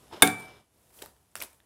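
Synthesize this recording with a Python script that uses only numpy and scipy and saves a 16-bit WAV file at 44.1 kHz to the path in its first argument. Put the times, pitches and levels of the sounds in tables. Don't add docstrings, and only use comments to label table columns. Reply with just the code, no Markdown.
import sys
import numpy as np
from scipy import signal
from scipy.fft import rfft, irfft
from scipy.io import wavfile

SR = 44100
rng = np.random.default_rng(int(sys.argv[2]) if len(sys.argv) > 2 else 0)


def store_pcm(level_fs):
    pcm = np.round(np.clip(level_fs, -1, 1) * 32767).astype(np.int16)
    wavfile.write(sys.argv[1], SR, np.atleast_2d(pcm).T)


def makeup_ratio(level_db):
    decades = np.asarray(level_db, float) / 20
    return 10 ** decades


N = 72765
T = np.arange(N) / SR

# [t/s, level/dB, burst length/s, share into the bowl/dB]
EGG_BLOWS = [
    (0.2213, -5, .0055, -2),
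    (0.23, -14.5, .003, -17.5),
    (0.2718, -30.5, 0.0027, -15),
]


def rms_one(x):
    return x / np.sqrt(np.mean(x ** 2) + 1e-20)


def curve(rows):
    return makeup_ratio(np.interp(T, *np.transpose(rows)))


def at_hz(points, hz, axis=1):
    p = np.array(points)
    return np.interp(np.log(np.maximum(hz, 1)), np.log(p[:, 0]), p[:, axis])


def highpass(x, hz):
    return signal.sosfilt(signal.butter(2, hz, "high", fs=SR, output="sos"), x)


def coloured(points):
    hz = np.fft.rfftfreq(N, 1 / SR)
    spectrum = rfft(rng.standard_normal(N)) * makeup_ratio(at_hz(points, hz)) * (hz > 20)
    return rms_one(irfft(spectrum, N))


def drift(rate_hz):
    r = np.exp(-2 * np.pi * rate_hz / SR)
    slow = signal.lfilter([1], [1, -2 * r, r * r], rng.standard_normal(N + SR))[SR:]
    return rms_one(slow - slow.mean())


def ring(x, hz, t60):
    r = makeup_ratio(-60 / (t60 * SR))
    w = 2 * np.pi * hz / SR
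    return signal.lfilter([0, np.sin(w)], [1, -2 * r * np.cos(w), r * r], x + 1e-18)


def body(x, peaks):
    out = 0
    for k, (hz, width, db) in enumerate(peaks):
        r = np.exp(-np.pi * width / SR)
        b = (1 - r * r) / 2 * np.array([1, 0, -1])
        a = [1, -2 * r * np.cos(2 * np.pi * hz / SR), r * r]
        out = out + (-1) ** k * makeup_ratio(db) * signal.lfilter(b, a, x + 1e-18)
    return out


def burst(start, length):
    fractures_per_s = 9000
    t = np.maximum(T - start, 0)
    shape = (1 - np.exp(-t / (.12 * length))) * np.exp(-(t / length) ** 2)
    grains = rng.standard_normal(N) * (1 + (rng.random(N) < fractures_per_s / SR))
    x = shape * grains
    return x / np.abs(x).max()


def click(t, db):
    return (np.arange(N) == int(t * SR)) * makeup_ratio(db)


def room_hum():
    # [f/Hz, density/dB]
    hum_colour = [(30, -28.5), (55, 0), (250, -13), (700, -16), (1700, -25), (5000, -28), (11000, -23.5),
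                  (15700, -37)]
    # [t/s, gain/dB]
    gate_ride = [(0, 5), (.6, -1.5), (.645, -5.5), (.71, -7.5), (.75, -3), (1.1, -3.5), (1.3, -4.5),
                 (1.65, -4.5)]
    return makeup_ratio(-64.5) * curve(gate_ride) * coloured(hum_colour)


def slide():
    # [t/s, level/dB]
    slide_level = [(0, -66), (.10, -63), (.135, -44.5), (.21, -49), (.34, -53.5), (.42, -53), (.52, -54),
                   (.6, -60.5), (.66, -79.5)]
    # [f/Hz, width/Hz, level/dB]
    slide_modes = [(120, 120, -2.5), (325.1, 290, 4), (674, 360, -1), (984, 94, 0), (1420, 800, -8),
                   (2940, 220, -6.5), (3300, 200, -9.5), (3600, 340, -7), (5190, 170, -5.5),
                   (10400, 3200, -26)]
    grain = makeup_ratio(drift(60) + 2 * drift(300))
    friction = sum(body(grain * rng.standard_normal(N), [mode]) for mode in slide_modes)
    return curve(slide_level) * rms_one(friction)


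def rub():
    # [t/s, level/dB, treble/dB]
    strokes = [(0, -79, -6), (.33, -74, -16), (.4, -53, -5), (.46, -67, -7), (.65, -94, -4),
               (.74, -76, 0.5), (.92, -65, 1), (.97, -57, 4), (1.03, -49.5, -4), (1.07, -53.5, -4.5),
               (1.12, -67, -1), (1.2, -78, 2), (1.352, -81, 6), (1.358, -46.5, 3.5), (1.394, -53, 1.5),
               (1.43, -43, 1.5), (1.491, -62.5, 0), (1.551, -68, 3.5), (1.65, -87.5, 0.5)]
    # [f/Hz, density/dB]
    rustle_colour = [(40, -6.5), (150, -8.5), (585, -4.5), (1200, -12), (2600, -16.5), (7000, -15),
                     (10000, -10), (15700, -15.5)]
    t, db, treble_db = np.transpose(strokes)
    noise = coloured(rustle_colour)
    low = signal.sosfiltfilt(signal.butter(2, 7000, fs=SR, output="sos"), noise)
    mixed = low + (noise - low) * makeup_ratio(np.interp(T, t, treble_db))
    grain = makeup_ratio(drift(40) + drift(360))
    return makeup_ratio(np.interp(T, t, db)) * mixed * grain


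def snaps():
    # [t/s, peak level/dB, pitch f/Hz, length/s, crack over ring/dB]
    shell_snaps = [(.081, -56, 6150, 0.0011, -12), (.137, -48.5, 3600, 0.0017, -7.5),
                   (.2734, -16, 9100, .004, -1), (.585, -58, 9000, 0.0011, 2),
                   (.905, -54, 2500, 0.00084, 4), (.9899, -40.5, 3300, 0.00092, -2.5),
                   (1.0194, -30, 11000, .002, 3), (1.021, -32, 3930, .003, 3.5),
                   (1.0225, -32, 8300, 0.0042, 4), (1.0215, -40, 5340, 0.0049, -15),
                   (1.026, -40.5, 750, 0.013, -12.5), (1.030, -40, 11500, 0.00075, 3),
                   (1.0601, -33, 12460, 0.00072, 1), (1.0603, -41, 1197, 0.00079, -9.5),
                   (1.165, -54, 1960, 0.00092, 8), (1.316, -56.5, 8020, 0.0012, -7.5),
                   (1.3542, -28.5, 1430, 0.001, -12.5), (1.3543, -27.5, 2774, 0.0011, -11),
                   (1.3544, -29, 3410, 0.0012, -12.5), (1.3545, -22.5, 9370, .0015, 0.5),
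                   (1.3635, -31.5, 5530, .002, 1), (1.374, -44.5, 2500, 0.0025, -3),
                   (1.385, -41, 8500, .0008, -3), (1.3955, -43, 7400, .001, -5),
                   (1.4024, -30.5, 6200, 0.0017, -6.5), (1.4035, -28.5, 8490, 0.0044, 3),
                   (1.4043, -32, 2500, .002, -3), (1.4156, -25, 2660, 0.0024, -4.5),
                   (1.416, -33, 9500, .002, -10), (1.4219, -20, 13760, 0.0026, 0),
                   (1.4225, -30.5, 2500, .003, 1), (1.4262, -27.5, 10430, 0.0011, 0),
                   (1.4355, -28.5, 9980, .0012, -3), (1.42, -40.5, 700, 0.0124, -21.5),
                   (1.436, -47.5, 750, 0.0028, -20), (1.503, -54, 10000, 0.0016, 5),
                   (1.53, -50, 9000, .004, 1), (1.545, -53, 9000, .003, 2), (1.602, -52, 1880, 0.0011, -7),
                   (1.6025, -52.5, 3700, .001, -1), (1.634, -58, 9380, .001, -11)]
    ring_cycles = 4.0
    out = np.zeros(N)
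    for t, db, hz, length, crack_db in shell_snaps:
        x = burst(t, length)
        tone = body(ring(x, hz, ring_cycles / hz + .002), [(hz, hz * .8, 0)])
        crack = signal.lfilter(*signal.butter(1, 350, "high", fs=SR), x)
        crack = crack - .6 * body(crack, [(6500, 4000, 0)])
        crack = crack + body(crack, [(2800, 2500, 0)])
        snap = rms_one(tone) + makeup_ratio(crack_db) * rms_one(crack)
        out += makeup_ratio(db) * snap / np.abs(snap).max()
    return out


def knocks():
    # [t/s, peak level/dB, pitch f/Hz, t60/s]
    soft_knocks = [(.112, -45, 900, 0.025), (.1255, -43.5, 820, .02), (.1278, -34, 900, .025),
                   (.1385, -39, 350, 0.051), (.1438, -38.5, 354, 0.061), (.1572, -41, 640, 0.019),
                   (.1785, -32.5, 599.6, 0.013), (1.0225, -30, 410, 0.013), (1.4, -40.5, 520, 0.025)]
    out = np.zeros(N)
    for t, db, hz, t60 in soft_knocks:
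        out += body(ring(click(t, db), hz, t60), [(hz, hz, 0)])
    return out


def blows():
    # [f/Hz, width/Hz, level/dB]
    shell_modes = [(1624, 90, 2.5), (2150, 42, 5), (3570, 130, 4.5), (2800, 600, -9), (2500, 410, -13),
                   (6880, 140, -15.5), (9400, 650, 0), (10700, 700, -5), (14400, 1800, -13), (900, 590, -3),
                   (4640, 140, -16.5)]
    # [f/Hz, level/dB, t60/s]
    bowl_modes = [(2318.4, -28, 0.58), (3590, -27.5, .14), (1582, -18.5, 0.11), (1374, -30, 0.31),
                  (3200, -32.5, 0.18), (7390, -28, 0.029), (8100, -33.5, .14), (8960, -14.5, .03),
                  (9940, -25.5, 0.058), (2208, -14.5, 0.12)]
    # [f/Hz, level/dB, t60/s]
    board_modes = [(107.4, -31.5, 0.48), (135.2, -36.5, 0.55), (178.8, -28, 0.32), (223.5, -29, 0.28),
                   (294.8, -14, .15), (410.7, -19, 0.13), (470.4, -22.5, 0.16), (520.5, -29, 0.2),
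                   (700, -27, 0.16), (750, -18.5, 0.17), (1147, -26, 0.097), (350, -26.5, 0.12)]
    board_lag_s, board_spread_s = .0044, .0036
    rattle_db, rattle_s = -27.5, .04
    grip = makeup_ratio(-61 * np.maximum(T - .47, 0))

    out = np.zeros(N)
    for t, db, length, bowl_db in EGG_BLOWS:
        out += makeup_ratio(db + 20) * sum(body(burst(t, length), [mode]) for mode in shell_modes)
        tick = click(t + .001, bowl_db)
        out += grip * sum(makeup_ratio(level) * ring(tick, hz, t60) for hz, level, t60 in bowl_modes)
        push = tick + makeup_ratio(bowl_db + rattle_db) * burst(t, rattle_s)
        for hz, level, t60 in board_modes:
            lag_s = board_lag_s + board_spread_s * rng.random()
            late = np.roll(push, int(lag_s * SR))
            out += makeup_ratio(level) * ring(late, hz, t60) * rng.choice([-1, 1])
    return highpass(out, 85)


def splinters():
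    level_db, t60_s, grains_per_s = -23, .21, 18000
    t = T - EGG_BLOWS[0][0] - .003
    sizes = makeup_ratio(1.9 * np.minimum(rng.exponential(1, N), 4)) * rng.choice([-1, 1], N)
    grains = sizes * (rng.random(N) < grains_per_s / SR)
    bright = signal.lfilter([1, -.9], [1], grains)
    return rms_one(bright) * (t > 0) * makeup_ratio(level_db - 60 * np.maximum(t, 0) / t60_s)


def lift():
    # [t/s, level/dB]
    lift_level = [(.34, -91), (.39, -56), (.44, -59.5), (.5, -74), (.53, -93.5)]
    # [f/Hz, width/Hz, level/dB]
    rim_modes = [(8600, 60, 0), (9700, 120, -7), (10700, 120, -8), (13200, 150, -10)]
    return curve(lift_level) * rms_one(body(rng.standard_normal(N), rim_modes))


def kitchen(x):
    # [f/Hz, t60/s, level/dB]
    room_decay = [(100, 0.75, -2), (300, 0.51, -10), (990, 0.48, -2.5), (2980, 0.23, -3.5),
                  (7550, 0.35, -3.5), (14200, 0.12, -10)]
    level_db, lag_s = -16, .006
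    t = T[:SR * 3 // 4]
    edges = 60 * 2 ** np.arange(0, 8.1, .5)
    tail = 0
    for low, high in zip(edges, edges[1:]):
        hz = np.sqrt(low * high)
        bandpass = signal.butter(2, [low, high], "band", fs=SR, output="sos")
        band = signal.sosfilt(bandpass, rng.standard_normal(len(t)))
        tail = tail + band * makeup_ratio(at_hz(room_decay, hz, axis=2) - 60 * t / at_hz(room_decay, hz))
    tail = tail * np.clip(t / lag_s - .3, 0, 1)
    return makeup_ratio(level_db) * signal.fftconvolve(x, tail / np.sqrt(np.sum(tail ** 2)))[:N]


def scene():
    hit = blows() + splinters()
    crack = snaps() + knocks()
    shut = makeup_ratio(-9 * np.clip((T - .59) / .12, 0, 1))
    wet = shut * kitchen(hit) + makeup_ratio(2) * kitchen(crack)
    return (shut * hit + crack + wet + slide() + rub() + lift() + room_hum())[None]


def top_cut(x):
    return signal.sosfilt(signal.butter(12, 15820, fs=SR, output="sos"), x)


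def record(dry):
    x = highpass(dry, 38)
    x = x / (1 + np.abs(x) ** 4) ** .25
    x = signal.sosfilt(signal.cheby2(10, 50, 16700, fs=SR, output="sos"), x)
    return top_cut(x)


dry = scene()
out = record(dry)
store_pcm(out)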